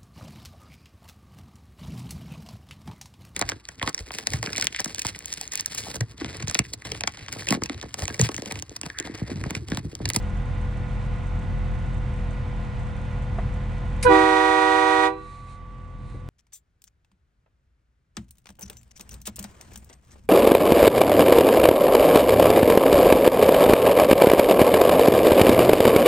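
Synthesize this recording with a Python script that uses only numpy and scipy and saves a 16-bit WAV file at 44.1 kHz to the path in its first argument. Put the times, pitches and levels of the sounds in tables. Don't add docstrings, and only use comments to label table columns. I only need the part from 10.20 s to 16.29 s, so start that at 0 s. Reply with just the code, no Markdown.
import sys
import numpy as np
from scipy import signal
from scipy.fft import rfft, irfft, next_fast_len
from scipy.io import wavfile
from scipy.ndimage import uniform_filter1d, map_coordinates

SR = 44100
rng = np.random.default_rng(int(sys.argv[2]) if len(sys.argv) > 2 else 0)


def file_out(sig):
    cols = np.atleast_2d(sig).T
    lim = np.clip(cols, -1, 1)
    pcm = np.round(lim * 32767).astype(np.int16)
    wavfile.write(sys.argv[1], SR, pcm)


N = 268524
VALVE_OPEN_S, LINE_UP_S, VALVE_SHUT_S = 3.826, 3.862, 4.867
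IDLE_HZ = 41.15

HORN_PITCHES = [314.72, 383.3, 484.1]
# start t/s, rise t/s
HORN_ONSETS = [(3.862, .05), (3.876, .028), (3.841, 0.017)]
HORN_PARTIALS = [(-9.5, -7.5, -10, -11, -7.5, -7.5), (-19, -17.5, -15.5, -4.5, -17.5, -6),
                 (-48, -14.5, -25.5, -9, -29.5, -14.5), (-22, -17.5, -26.5, -29.5, -39, -22),
                 (-51, -19.5, -19, -9.5, -32, -23.5), (-29, -16, -38, -24.5, -59, -30.5),
                 (-47, -23, -68, -48, -58, -32), (-35, -26.5, -57, -33.5, -47, -30)]
# f/Hz, level/dB
BLARE = [(2500, -35), (3050, -46), (3450, -31.5), (3770, -25), (3860, -44), (4200, -40.5), (5300, -46),
         (6000, -43), (6600, -48), (7400, -52.5), (8430, -45), (8800, -57), (9700, -61), (11000, -76)]
# f/Hz, width/Hz, gain/dB
BARK = (1510, 25.6, 11.5)
# f/Hz, level/dB, t60/s
FLARE_MODES = [(1149, -27.5, 4.56), (2670, -41, 0.7), (4020, -40, 0.69)]
# f/Hz, relative level/dB
SPIT_COLOUR = [(500, -29.5), (2100, 7), (3200, -6), (4700, 3.5), (7000, -5), (9400, 7.5), (11500, -13),
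               (15500, -22)]
FLOW_COLOUR = [(150, -9), (400, -5), (1000, 2), (2400, 1.5), (4000, -13), (6000, -15.5), (9700, -14),
               (11000, -46), (15500, -36)]
VENT_COLOUR = [(800, -23), (2300, 4.5), (3100, -12), (3900, 3), (5000, -12), (9600, -6.5), (11000, -44)]
# middle t/s, half length t/s, level/dB
PUFFS = [(5.125, 0.14, -47.5), (5.315, 0.047, -47.5), (5.91, .1, -51.5)]
# multiple of the firing rate, rms level/dB
ENGINE_ORDERS = [(1, -43), (1.5, -42.5), (2, -42), (3, -36), (4, -44), (5, -43), (6, -51.5), (7, -57.5),
                 (8, -57), (9, -59), (10, -82), (13, -58), (17, -58.5), (21, -60)]
# f/Hz, rms level/dB
WHINE_TONES = [(493.2, -48.5), (1028, -56), (1440, -56.5), (1965, -59.5), (3601, -69.5)]
FAN_TONES = [(45, -30), (90, -34), (135, -42)]
# f/Hz, relative level/dB
RUMBLE_COLOUR = [(12, -13.5), (25, 1), (45, -1), (70, 1.5), (125, -2.5), (180, -10.5), (260, -15),
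                 (400, -30), (700, -62.5), (2000, -120)]
WHIRR_COLOUR = [(200, -15), (450, -1), (750, 4.5), (1400, -1.5), (1650, -4), (2000, -2), (3200, -11.5),
                (5200, -22), (7800, -26.5), (9700, -28), (10800, -60.5), (15000, -100)]
TICK_COLOUR = [(2000, -20), (3600, -1.5), (5200, -17.5), (6300, 4.5), (7000, -2.5), (7900, 3.5),
               (9700, -4.5), (10800, -51)]
# middle t/s, half length t/s, firing change f/Hz, fan and exhaust gain/dB
SURGES = [(1.547, .4, .45, 0.6), (2.598, 0.3803, -.25, -4), (5.499, .8, .75, 1.8)]
# t/s, level/dB, f/Hz, t60/s
KNOCKS = [(3.183, -20.5, 677, 0.053), (5.941, -22.5, 283, 0.065)]
# f/Hz, t60/s
LOT_DECAY = [(300, 0.37), (800, 0.11), (2000, 0.65), (8000, 0.096)]
# f/Hz, left phase lead/rad
MIC_PHASE = [(300, 0.23), (400, -0.8), (490, -1.26), (770, 0.4), (970, 0.66), (1150, 0.05), (1450, 2.5),
             (1920, 0.77), (2900, -1)]
# f/Hz, left-right correlation
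MIC_LIKENESS = [(60, 0.64), (130, 1), (290, 1), (640, 0.74), (1410, 0.23), (3100, 0.94), (6820, 0.56),
                (15000, -0.61)]
# f/Hz, left minus right level/dB
MIC_BALANCE = [(60, .5), (200, -.5), (700, -2.5), (1300, -5), (2400, -4), (4400, -1), (8000, 1.5)]
# f/Hz, share of the excess taken off, attack t/s, release t/s
DUCKING = [(100, 1, 0.19, 1.66), (304, 0.85, 0.16, 1.32), (500, 0.75, 0.077, 1.26), (1030, 0.56, 0.062, 15),
           (2110, 0.57, 0.058, 24), (5000, 0.53, 0.045, 18)]


def horn(hz, start, rise, partials_db, sharp=.045, settle_s=.04, slack=0.013, jitter=0.00041,
         stutter=0.023, brassy=0.76, fall_s=0.056, dull_db=1.0, shimmer_db=.3, top_hz=11000):
    swing = blown(start, rise, fall_s)
    live = swing > 1e-4
    first_start = HORN_ONSETS[2][0]
    unsettled = np.exp(-np.maximum(clock() - first_start, 0) / settle_s)
    bend = sharp * unsettled + slack * (1 - blown(0, rise, fall_s))
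    roughness = (jitter + stutter * unsettled) * wobble(300)
    pitch = hz * (1 + bend + roughness + 0.0006 * wobble(20))[live]
    phase = turning(pitch)
    pressure = blown(LINE_UP_S, 0.046, fall_s)[live]
    sides = np.array([.5, -.5])
    out = np.zeros((2, N))
    for k in range(1, int(top_hz / hz)):
        scatter_db = 0.5 * rng.standard_normal(2)
        offset = rng.uniform(0, 2 * np.pi, 2)
        if k <= len(partials_db):
            db = partials_db[k - 1]
            offset = offset[0] + sides * along(MIC_PHASE, k * hz)
            bark_db = BARK[2] * np.exp(-((k * pitch - BARK[0]) / BARK[1]) ** 2)
            edge = amp(bark_db - dull_db * (1 - pressure) * np.log2(k))
        else:
            db = along(BLARE, k * hz) + scatter_db + sides * along(MIC_BALANCE, k * hz)
            edge = pressure
        shimmer = amp(shimmer_db * np.log(k) * wobble(24)[live])
        envelope = swing[live] ** (1 + brassy * np.log(k))
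        out[:, live] += amp(db)[:, None] * edge * shimmer * envelope * np.sin(k * phase + offset[:, None])
    return out


def blown(start, rise, fall):
    t = clock()
    build = 1 - np.exp(-(np.maximum(t - start, 0) / rise) ** 2)
    return build * np.exp(-np.maximum(t - VALVE_SHUT_S, 0) / fall)


def horn_chord(steepening=0.6, squash=0.027):
    partials_db = np.reshape(HORN_PARTIALS, (-1, len(HORN_PITCHES), 2))
    chord = sum(horn(hz, *HORN_ONSETS[i], partials_db[:, i]) for i, hz in enumerate(HORN_PITCHES))
    chord = np.array([map_coordinates(x, [np.arange(N) + steepening * x]) for x in chord])
    return chord / np.sqrt(1 + squash * chord ** 2)


def air_line(spit_db=-21.5, spit_t60=0.11, flow_db=-22.5):
    age = np.maximum(clock() - VALVE_OPEN_S, 0)
    spit = amp(spit_db - 60 * age / spit_t60) * (1 - np.exp(-age / 0.0024)) * rush(SPIT_COLOUR)
    flow = amp(flow_db + 0.54 * wobble(25)) * blown(LINE_UP_S, 0.059, .02) * rush(FLOW_COLOUR)
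    puffs = sum(amp(db) * swell(s, half) for s, half, db in PUFFS) * rush(VENT_COLOUR)
    return spit + flow + puffs


def flare(right_db=6):
    age = np.maximum(clock() - VALVE_SHUT_S, 0)
    ring = sum(amp(db - 60 * age / t60) * np.sin(2 * np.pi * hz * age) for hz, db, t60 in FLARE_MODES)
    return amp([[-right_db / 2], [right_db / 2]]) * ring * (1 - np.exp(-age / 0.025))


def engine(rumble_db=-34.0, whirr_db=-44.5, unsteady_db=1.5):
    rate, labour_db = idle()
    firing = turning(rate)
    tones = sum(tone(k * firing, db + unsteady_db * wobble(10)) for k, db in ENGINE_ORDERS)
    whine = sum(tone(hz / IDLE_HZ * firing, db + wobble(13)) for hz, db in WHINE_TONES)
    blades = turning(1 + 0.0127 * wobble(4))
    fan = sum(tone(hz * blades, db + labour_db + 0.71 * wobble(12)) for hz, db in FAN_TONES)
    rumble = amp(rumble_db + labour_db + 0.45 * wobble(7.2)) * rush(RUMBLE_COLOUR)
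    whirr = amp(whirr_db + 0.42 * wobble(35)) * rush(WHIRR_COLOUR)
    return tones + whine + fan + rumble + whirr + tappets(firing)


def idle(hunt=0.001486):
    rate = IDLE_HZ + sum(faster * swell(s, half) for s, half, faster, _ in SURGES)
    labour_db = sum(db * swell(s, half) for s, half, _, db in SURGES)
    return rate * (1 + hunt * wobble(9)), labour_db


def tappets(firing, level_db=-67, uneven_db=4.0, fade_db=9):
    count, progress = np.divmod(firing / np.pi, 1)
    sizes_db = uneven_db * rng.standard_normal(1024)
    envelope = amp(sizes_db[count.astype(int)] - fade_db * progress + 0.5 * wobble(14))
    ticks = envelope * rng.standard_normal((2, N))
    return amp(level_db) * unit(filtered(ticks, lambda hz: amp(along(TICK_COLOUR, hz))))


def knocks(thud_db=-5, thud_hz=190):
    out = np.zeros(N)
    for s, db, hz, t60 in KNOCKS:
        age = np.maximum(clock() - s, 0)
        ring = np.sin(2 * np.pi * hz * age) + amp(thud_db) * np.sin(2 * np.pi * thud_hz * age)
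        noise = rng.standard_normal(N)
        scuff = unit(filtered(noise, lambda f: (f / hz) / (1 + (f / hz) ** 3) / (1 + (f / 2500) ** 4)))
        out += amp(db - 60 * age / t60) * (1 - np.exp(-age / 0.0058)) * (ring + scuff)
    return out


def click(at_s=5.9, level_db=-44, t60=.03):
    age = np.maximum(clock() - at_s, 0)
    return amp(level_db - 60 * age / t60) * (age > 0) * rush(VENT_COLOUR)


def lot_reverb(x):
    hz, t, z = signal.stft(rng.standard_normal((2, SR // 2)), SR, nperseg=256)
    decay = amp(-60 * t / along(LOT_DECAY, hz)[:, None])
    tail = signal.istft(z * decay, SR, nperseg=256)[1]
    return signal.fftconvolve(x, tail / np.linalg.norm(tail[0]), axes=1)[:, :N]


def tone(phase, db, spread_rad=0.38):
    apart = spread_rad * np.array([wobble(3.37), wobble(2.94)])
    return np.sqrt(2) * amp(db) * np.sin(phase + apart + rng.uniform(0, 2 * np.pi))


def rush(colour):
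    def mid_side(hz):
        angle = np.arccos(np.clip(along(MIC_LIKENESS, hz), -1, 1)) / 2
        return amp(along(colour, hz)) * [np.cos(angle), np.sin(angle)]

    mid, side = filtered(rng.standard_normal((2, N)), mid_side)
    stereo = np.array([mid + side, mid - side])
    return unit(filtered(stereo, lambda hz: amp(np.outer([.5, -.5], along(MIC_BALANCE, hz)))))


def swell(middle, half):
    return np.exp(-((clock() - middle) / half) ** 2)


def wobble(rate):
    knots = rng.standard_normal(1024)
    coarse = np.arange(0, N + 32, 32)
    return np.interp(np.arange(N), coarse, map_coordinates(knots, [coarse * rate / SR], mode="wrap"))


def turning(hz):
    return 2 * np.pi * np.cumsum(hz) / SR


def filtered(x, response):
    size = next_fast_len(N + SR // 2)
    return irfft(rfft(x, size) * response(np.fft.rfftfreq(size, 1 / SR)), size)[..., :N]


def along(points, hz):
    freqs, values = np.transpose(points)
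    return np.interp(np.log(hz + 1), np.log(freqs + 1), values)


def amp(db):
    return 10 ** (np.asarray(db) / 20)


def unit(x):
    return x / np.sqrt(np.mean(x ** 2) + 1e-20)


def clock():
    return np.arange(N) / SR


def gain_control(x, threshold_db=-25):
    hz, t, z = signal.stft(x, SR, nperseg=512)
    power = np.mean(np.sum(np.abs(z[:, hz > 250]) ** 2, axis=1), axis=0)
    level_db = 10 * np.log10(np.abs(uniform_filter1d(power, size=3)) + 1e-12)
    bands, *columns = np.transpose(DUCKING)
    share, attack, release = (along(np.transpose([bands, c]), hz) for c in columns)
    cut_db, held_db = np.zeros(z.shape[1:]), np.zeros(len(hz))
    for i, excess_db in enumerate(np.maximum(level_db - threshold_db, 0)):
        lag_s = np.where(excess_db > held_db, attack, release)
        held_db += (excess_db - held_db) * (1 - np.exp(-t[1] / lag_s))
        cut_db[:, i] = share * held_db
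    return signal.istft(z * amp(-cut_db), SR, nperseg=512)[1][:, :N]


def scene(reverb_db=-22):
    blast = horn_chord()
    return blast + amp(reverb_db) * lot_reverb(blast) + air_line() + flare() + knocks() + click() + engine()


def record(dry):
    return filtered(gain_control(dry), lambda hz: hz < 15800)


dry = scene()
out = record(dry)
file_out(out)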